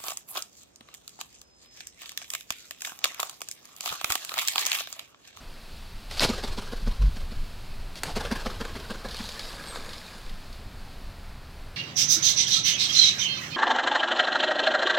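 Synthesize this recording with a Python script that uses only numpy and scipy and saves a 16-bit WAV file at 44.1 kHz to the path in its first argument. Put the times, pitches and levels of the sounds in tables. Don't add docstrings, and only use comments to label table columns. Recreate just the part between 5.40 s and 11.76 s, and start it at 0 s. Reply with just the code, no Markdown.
import sys
import numpy as np
from scipy import signal
from scipy.fft import rfft, irfft, next_fast_len
from scipy.io import wavfile
from scipy.ndimage import uniform_filter1d, map_coordinates

SR = 44100
rng = np.random.default_rng(int(sys.argv[2]) if len(sys.argv) > 2 else 0)


def int16_out(signal):
    q = np.round(np.clip(np.atleast_2d(signal).T, -1, 1) * 32767)
    wavfile.write(sys.argv[1], SR, q.astype(np.int16))


N = 280506

# leap t/s, then dark whoosh, bright swish and feather hiss level/dB relative to a beat's rush,
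# and upstroke level/dB relative to the downstroke
DUCKS = [(0.8, 2.8, -0.7, -0.3, -3), (2.63, 4, 1.7, -0.6, -3.5)]
# mid-stroke t/s, air rush reference level/dB, thrum reference level/dB
DOWNSTROKES = [(0.902, -35, -26), (1.045, -37, -36), (1.188, -40, -36.5), (1.333, -43.5, -38.5),
               (1.479, -43.5, -31.5), (1.626, -47.5, -46), (1.773, -47, -42), (1.924, -51, -40),
               (2.772, -33.8, -30), (2.925, -34.5, -25.5), (3.069, -39, -32.5), (3.216, -39.5, -36),
               (3.365, -42, -40), (3.513, -41, -34.5), (3.658, -43.7, -38.5), (3.808, -46, -35.5)]
# f/Hz, relative level/dB (per Hz)
WHOOSH_SPECTRUM = [(150, -24.5), (300, -2.5), (460, 0), (650, -6), (830, -6.5), (1050, -11.5), (1500, -24),
                   (2500, -33)]
# f/Hz, relative level/dB (per Hz)
SWISH_SPECTRUM = [(500, -17), (850, -4.5), (1100, -2), (1300, -3), (1600, -2), (2100, -13.5), (3000, -22)]
# f/Hz, relative level/dB (per Hz)
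FEATHER_SPECTRUM = [(1200, -17), (2200, -2), (3400, 0.5), (4600, 2), (5300, -3), (6500, -8.5), (10000, -14),
                    (13000, -18), (16000, -30)]
WHOOSH_DB_PER_DB, FULL_RUSH_DB = 0.15, -39
LIFT_DELAY_S, LIFT_RISE_S, LIFT_FALL_S = 0.036, 0.016, 0.03
RETURN_DELAY_S, RETURN_S = 0.085, 0.04
RETURN_DB, RETURN_FADE_DB_PER_S = -1.5, 14
RUSTLE_DB, RUSTLE_DELAY_S, RUSTLE_S = -8.5, 0.065, 0.12
DOWNWASH_DB, DOWNWASH_DELAY_S, DOWNWASH_S = -7, 0.03, 0.14

# middle t/s, length/s, body level/dB, hiss reference level/dB
BRUSHES = [(0.742, 0.082, -48, -41.5), (0.782, 0.024, -42, -36), (0.835, 0.051, -24, -23.3),
           (2.577, .04, -51, -42.5), (2.686, 0.08, -39, -42)]
# f/Hz, relative level/dB (per Hz)
BRUSH_SPECTRUM = [(60, -16), (130, 3), (350, -3), (750, 0.5), (1100, -2.5), (1600, -4), (2200, -15),
                  (3200, -18)]
# t/s, reference level/dB, bright edge and knock relative level/dB
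SNAPS = [(0.7116, -35, -9, -3), (0.7955, -11.5, -28, -25), (0.8054, -16, -18, -13), (2.556, -40, -9, -4),
         (2.634, -27, -0.5, 0)]
# f/Hz, relative level/dB (per Hz)
SNAP_RING_SPECTRUM = [(1500, -23), (2700, -3.5), (3800, -1.5), (4700, 6.5), (6000, -8), (9000, -47)]
# f/Hz, relative level/dB (per Hz)
SNAP_EDGE_SPECTRUM = [(4000, -34), (6000, 0), (8000, 1), (12000, -5), (16000, -16)]
# f/Hz, relative level/dB (per Hz)
KNOCK_SPECTRUM = [(250, -14), (600, -4), (1000, -8.5), (1500, -5.5), (2100, -7), (3200, -12), (4500, -3)]
# middle t/s, length/s, squelch f/Hz, level/dB
SQUELCHES = [(2.66, .02, 800, -45), (2.702, .035, 750, -38), (2.815, .028, 900, -38),
             (2.853, .026, 750, -42.5), (2.853, .014, 2700, -41)]

# t/s, smack, plop and thrown spray reference level/dB
SLAPS = [(3.251, -33, -31, -54), (3.6862, -31, -43, -40.5), (3.7446, -31, -38, -41.5),
         (3.8902, -26.5, -39, -58), (3.994, -25.5, -39, -43.5), (4.238, -35, -36, -46),
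         (4.3582, -31, -29.5, -53), (4.3702, -33, -37, -55), (4.4916, -33, -45, -48),
         (4.5327, -28.5, -45, -52.5)]
# t/s, reference level/dB
DRIPS = [(4.7817, -37.5), (4.8948, -36), (5.1284, -37)]
# f/Hz, relative level/dB (per Hz)
CHURN_SPECTRUM = [(180, -40), (300, -6.5), (330, -14), (480, -1), (735, -10.5), (1230, -4.5), (1360, -8.5),
                  (1680, -2), (1880, -13.5), (2400, -14), (3120, -44), (5280, -120)]
# f/Hz, relative level/dB (per Hz)
DROPLET_SPECTRUM = [(1410, -27), (2400, -6), (3310, -2.5), (3600, 2.5), (3830, 1.5), (4730, 2),
                    (6030, -10.5), (6670, -8.5), (8240, -14), (10700, -15), (15500, -28)]
# f/Hz, relative level/dB (per Hz)
SLOSH_SPECTRUM = [(80, -4), (130, 0), (260, -2), (380, -5), (550, -14)]
# f/Hz, relative level/dB (per Hz)
MIST_SPECTRUM = [(5000, -12), (7000, 0), (11000, -2.5), (15000, -14)]
SPRAY_RISE_S, SPRAY_FALL_DB_PER_S = 0.025, 31
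WAKE_S, WAKE_LENGTH_S, WAKE_DB = 4.27, 1.05, -46.3
SLOSH_DB, MIST_DB = -10, -11.5

# t/s, f/Hz, level/dB
CHIRP = [(4.265, 8380, -58), (4.29, 8400, -41), (4.308, 8360, -43.5), (4.33, 7800, -49.5),
         (4.365, 7300, -50.5), (4.39, 7100, -70)]
# f/Hz, time to fall 60 dB/s
BANK_DECAY = [(200, 0.28), (1500, 0.29), (5000, 0.66), (12000, 0.27)]
# t/s, level/dB
CAR_LEVEL = [(4.3, -66), (5.0, -54), (5.5, -47.5), (6.36, -48.5)]
# f/Hz, relative level/dB (per Hz)
EXHAUST_SPECTRUM = [(45, -12), (66, 1.5), (78, -5), (94, -4.5), (125, -10.5), (170, -21)]
# t/s, town level/dB, insect level/dB
AIR_LEVELS = [(0, -51, -53.5), (.6, -51.5, -52), (2.2, -50, -52.5), (3.5, -48, -51), (5.2, -50, -54.5),
              (6.36, -50, -55.5)]
# f/Hz, relative level/dB (per Hz)
TOWN_SPECTRUM = [(76, -20), (130, -4.5), (194, -2.5), (246, -4.5), (333, -11), (363, -9), (422, -10),
                 (450, -11.5), (663, -9.5), (724, -10), (978, -11.5), (1480, -12.5), (2600, -18.5),
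                 (3380, -70), (5720, -120)]
# f/Hz, relative level/dB (per Hz)
INSECT_SPECTRUM = [(1530, -20.5), (2600, -1.5), (3460, -2.5), (4020, -1), (4500, 0), (5860, -10.5),
                   (10400, -13.5), (11600, -14), (15100, -17.5), (15700, -18)]
# f/Hz, correlation (1 = the same)
LEFT_RIGHT_LIKENESS = [(60, 1.0), (180, 1.0), (550, 1.0), (1650, 1.0), (4970, 1), (15000, 0.79)]
# t/s, level/dB
BREEZE_LEVEL = [(0, -43.5), (.68, -41), (.88, -31), (1.15, -38), (1.8, -33.5), (2.25, -38.5), (2.95, -34.5),
                (3.7, -39.5), (4.6, -43), (5.45, -38.5), (6.36, -45)]
# f/Hz, relative level/dB (per Hz)
RUMBLE_SPECTRUM = [(8.8, -28), (15, 1), (29, -3.5), (49, -12.5), (75, -15), (96, -20.5), (130, -23),
                   (170, -47), (290, -120)]
# middle t/s, length/s, mean eddy f/Hz, eddy level/dB, flurry level/dB
GUSTS = [(0.56, .07, 35, -37, -48), (1.475, .095, 27, -23, -35), (1.648, 0.1, 42, -16.5, -28.5),
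         (2.005, 0.085, 19, -25.5, -42), (4.91, .12, 22, -33, -52)]
# f/Hz, relative level/dB (per Hz)
FLURRY_SPECTRUM = [(30, -2), (60, -2.5), (110, -4), (160, -9), (230, -20), (400, -40)]
BREEZE_SWING_DB, BREEZE_SWINGS_PER_S = 2, 8
TOP_HZ = 15850


def wingbeats(flutter_hz=226, stroke_s=0.015, pulsing=0.39, edge_lead_s=0.0045):
    t = clock()
    thrum, whoosh, swish, hiss = np.zeros((4, N))
    for s, rush_db, thrum_db in DOWNSTROKES:
        leap, whoosh_db, swish_db, hiss_db, lift_db = [duck for duck in DUCKS if duck[0] < s][-1]
        pitch, start = rng.normal(1, 0.031), rng.random()
        phase = 2 * np.pi * (flutter_hz * pitch * (t - s) + start)
        flutter = np.sin(phase) + amp(-18) * np.sin(2 * phase)
        thrum += amp(thrum_db + 5.5) * swell(s, stroke_s) * flutter
        puffs = 1 + pulsing * np.sin(phase)
        edge = puffs * stroke_shape(s - edge_lead_s, rise=0.02, fall=0.032)
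        push = puffs * swell(s - 0.001, 0.025, order=3)
        up = amp(lift_db) * upstroke(s, since_leap=s - leap)
        dark_db = whoosh_db + WHOOSH_DB_PER_DB * (rush_db - FULL_RUSH_DB)
        whoosh += amp(rush_db + dark_db) * (push + amp(-5.5) * up)
        swish += amp(rush_db + swish_db) * (edge + amp(-1.5) * up)
        hiss += amp(rush_db + hiss_db) * (edge + amp(-0.3) * up)
    dark_air = whoosh * patchy(noise(WHOOSH_SPECTRUM), depth_db=3)
    bright_air = swish * patchy(noise(SWISH_SPECTRUM), depth_db=4.5)
    feather_grains = grains(FEATHER_SPECTRUM, rate=1600, spread_db=3.5, share=0.45)
    feathers = hiss * patchy(feather_grains, depth_db=3)
    return thrum + mirrored(dark_air + bright_air, delay=0.00186, strength=0.19) + feathers


def upstroke(s, since_leap):
    lift = stroke_shape(s + LIFT_DELAY_S, LIFT_RISE_S, LIFT_FALL_S)
    spread = amp(RETURN_DB - RETURN_FADE_DB_PER_S * since_leap) * swell(s + RETURN_DELAY_S, RETURN_S)
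    rustle = amp(RUSTLE_DB) * swell(s + RUSTLE_DELAY_S, RUSTLE_S)
    return np.sqrt(lift ** 2 + spread ** 2 + rustle ** 2)


def stroke_shape(s, rise, fall):
    return np.where(clock() < s, swell(s, rise), swell(s, fall))


def mirrored(x, delay, strength):
    bounce = np.interp(clock() - delay, clock(), x)
    return (x + strength * bounce) / np.hypot(1, strength)


def downwash():
    level = np.zeros(N)
    for s, rush_db, _ in DOWNSTROKES:
        level += amp(rush_db + DOWNWASH_DB) * swell(s + DOWNWASH_DELAY_S, DOWNWASH_S)
    return level * noise(FLURRY_SPECTRUM)


def brushes():
    body = sum(amp(db) * swell(s, length, order=4) for s, length, db, _ in BRUSHES)
    hiss = sum(amp(db) * swell(s, length, order=4) for s, length, _, db in BRUSHES)
    scrape = patchy(noise(BRUSH_SPECTRUM), depth_db=2.0)
    crackle = patchy(grains(FEATHER_SPECTRUM, rate=3600, spread_db=4, share=0.53), depth_db=1.0)
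    return body * scrape + amp(-0.5) * hiss * crackle


def snaps():
    s, db, edge_db, knock_db = np.transpose(SNAPS)
    ring = cracks(s, db - 2, t60=0.006, tail_db=-11, tail_t60=0.03)
    edge = cracks(s, db + edge_db + 4, t60=0.008, tail_db=-12, tail_t60=0.071)
    knock = cracks(s, db + knock_db + 4, t60=0.02, tail_db=-9, tail_t60=0.073)
    bright = coloured(ring, SNAP_RING_SPECTRUM) + coloured(edge, SNAP_EDGE_SPECTRUM)
    return bright + coloured(knock, KNOCK_SPECTRUM)


def squelches():
    out = np.zeros(N)
    for s, length, hz, db in SQUELCHES:
        pocket = [(hz * 0.6, -14), (hz, 0), (hz * 1.4, -14)]
        out += amp(db) * swell(s, length, order=3) * grains(pocket, rate=400, spread_db=3, share=0.7)
    return out


def splashes():
    churn_level = swell(WAKE_S, WAKE_LENGTH_S) * amp(WAKE_DB + 1.2 * wobble(35))
    spray_power = sum((amp(db) * spray(s)) ** 2 for s, _, _, db in SLAPS)
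    drops_level = np.sqrt(spray_power) * amp(0.8 * wobble(35))
    churn = churn_level * patchy(grains(CHURN_SPECTRUM, rate=300, spread_db=1.5, share=0.42), depth_db=2.5)
    drops = drops_level * patchy(grains(DROPLET_SPECTRUM, rate=450, spread_db=3.5, share=0.55), depth_db=3)
    plinks = bubbles(drops_level * amp(-2.5), rate=140, pitch_hz=2900, spread=0.6, cycles=24)
    s, smack_db, plop_db, _ = np.transpose(SLAPS)
    smack = coloured(cracks(s, smack_db - 7.5, t60=0.012, tail_db=-5.5, tail_t60=0.1), DROPLET_SPECTRUM)
    plop = coloured(cracks(s, plop_db - 1.5, t60=0.025, tail_db=-10, tail_t60=0.06), CHURN_SPECTRUM)
    drip_s, drip_db = np.transpose(DRIPS)
    drips = coloured(cracks(drip_s, drip_db - 7, t60=0.012, tail_db=-6, tail_t60=0.08), DROPLET_SPECTRUM)
    slosh = churn_level * amp(SLOSH_DB) * patchy(noise(SLOSH_SPECTRUM), depth_db=2.5)
    mist = churn_level * amp(MIST_DB) * grains(MIST_SPECTRUM, rate=1500, spread_db=3, share=0.4)
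    return churn + slosh + mist + drops + plinks + smack + plop + drips


def spray(s):
    age = np.maximum(clock() - s, 0)
    return (1 - np.exp(-age / SPRAY_RISE_S)) * amp(-SPRAY_FALL_DB_PER_S * age)


def bubbles(level, rate, pitch_hz, spread, cycles):
    chance = rng.random((int(rate * N / SR), 3))
    start = (chance[:, :1] * (N - 1)).astype(int)
    hz = pitch_hz * np.exp(spread * (2 * chance[:, 1:2] - 1))
    size = level[start] * amp(-4 * np.log(chance[:, 2:] + 0.03))
    step = np.arange(SR // 50)
    age = hz * step / SR / cycles
    envelope = np.exp(-3 * age) * (1 - np.exp(-20 * age))
    ring = size * envelope * np.sin(2 * np.pi * cycles * age * (1 + 0.053 * age))
    return np.bincount((start + step).ravel(), ring.ravel(), N)[:N]


def small_bird():
    hz, db = curves(CHIRP)
    fall = hz.max() - hz
    phase = 2 * np.pi * np.cumsum(hz + 0.45 * fall * wobble(400)) / SR
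    sounding = (clock() > CHIRP[0][0]) * (clock() < CHIRP[-1][0])
    return amp(db) * np.sin(phase) * sounding


def echo(x):
    hz, t, z = signal.stft(rng.standard_normal(SR // 2), SR, nperseg=256)
    decay = amp(-60 * t / along(BANK_DECAY, hz)[:, None])
    tail = signal.istft(z * decay, SR, nperseg=256)[1]
    delayed = np.pad(x, (SR // 50, 0))
    return signal.fftconvolve(delayed, tail / np.linalg.norm(tail))[:N]


def far_car():
    db, = curves(CAR_LEVEL)
    return amp(db) * noise(EXHAUST_SPECTRUM)


def surroundings():
    town_db, insects_db = curves(AIR_LEVELS)
    town = amp(town_db + 0.27 * wobble(5.13))
    insects = amp(insects_db + 0.6 * wobble(8))
    pair = np.array([town * noise(TOWN_SPECTRUM) + insects * noise(INSECT_SPECTRUM) for _ in range(2)])

    def mid_side_gains(hz):
        turn = np.arccos(np.clip(along(LEFT_RIGHT_LIKENESS, hz), -1, 1)) / 2
        return np.array([np.cos(turn), np.sin(turn)])

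    mid, side = filtered(pair, mid_side_gains)
    return np.array([mid + side, mid - side])


def breeze():
    db, = curves(BREEZE_LEVEL)
    out = amp(db + BREEZE_SWING_DB * wobble(BREEZE_SWINGS_PER_S)) * noise(RUMBLE_SPECTRUM)
    flurry = noise(FLURRY_SPECTRUM) * amp(2 * wobble(40))
    for s, length, eddy_hz, eddy_db, flurry_db in GUSTS:
        eddies = np.sin(2 * np.pi * np.cumsum(eddy_hz * (1 + 0.2 * wobble(45))) / SR)
        gust = amp(eddy_db) * np.sqrt(2) * eddies + amp(flurry_db) * flurry
        out += swell(s, length, order=4) * gust
    return out


def cracks(times, levels_db, t60, tail_db, tail_t60):
    t = np.arange(SR // 5) / SR
    shape = amp(-60 * t / t60) + amp(tail_db - 60 * t / tail_t60)
    out = np.zeros(N + SR)
    for s, db in zip(times, levels_db):
        out[round(s * SR):][:len(t)] += amp(db) * shape * rng.choice([-1, 1], len(t))
    return out[:N]


def patchy(x, depth_db):
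    z = signal.stft(x, nperseg=512)[2]
    across_pitch = uniform_filter1d(rng.standard_normal(z.shape), size=3, axis=0)
    field = uniform_filter1d(across_pitch, size=5, axis=1)
    return unit(signal.istft(z * amp(depth_db * unit(field)), nperseg=512)[1][:N])


def grains(spectrum, rate, spread_db, share):
    sizes = amp(spread_db * np.minimum(rng.exponential(size=N), 4))
    clicks = (rng.random(N) < rate / SR) * sizes * rng.choice([-1, 1], N)
    share = np.clip(share, 0, 1)
    return np.sqrt(share) * unit(coloured(clicks, spectrum)) + np.sqrt(1 - share) * noise(spectrum)


def noise(spectrum):
    return unit(coloured(rng.standard_normal(N), spectrum))


def coloured(x, spectrum):
    size = 8192
    closed = [(spectrum[0][0] / 2, -90), *spectrum, (spectrum[-1][0] * 2, -90)]
    cepstrum = irfft(np.log(amp(along(closed, np.fft.rfftfreq(size, 1 / SR)))))
    cepstrum[1:size // 2] *= 2
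    cepstrum[size // 2 + 1:] = 0
    kernel = irfft(np.exp(rfft(cepstrum)))
    return signal.fftconvolve(x, kernel / np.linalg.norm(kernel))[:N]


def filtered(x, response):
    size = next_fast_len(N + SR // 2)
    return irfft(rfft(x, size) * response(np.fft.rfftfreq(size, 1 / SR)), size)[..., :N]


def swell(s, length, order=2):
    distance = np.minimum(np.abs(2 * (clock() - s) / length), 6)
    return np.exp(-distance ** order)


def wobble(rate):
    return map_coordinates(rng.standard_normal(int(N * rate / SR) + 4), [clock() * rate])


def curves(rows):
    s, *cols = np.transpose(rows)
    return [np.interp(clock(), s, c) for c in cols]


def along(points, hz):
    f, v = np.transpose(points)
    return np.interp(np.log(hz + 1), np.log(f + 1), v)


def clock():
    return np.arange(N) / SR


def unit(x):
    return x / np.sqrt(np.mean(x ** 2) + 1e-20)


def amp(db):
    return 10 ** (np.asarray(db) / 20)


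def scene():
    near = wingbeats() + brushes() + snaps() + squelches() + splashes()
    bird = small_bird()
    answer = echo(amp(-12.5) * near + amp(-12) * bird)
    background = far_car() + surroundings() + breeze()
    return near + downwash() + bird + answer + background


def record(dry):
    return filtered(dry, lambda hz: hz < TOP_HZ)


dry = scene()
out = record(dry)
int16_out(out)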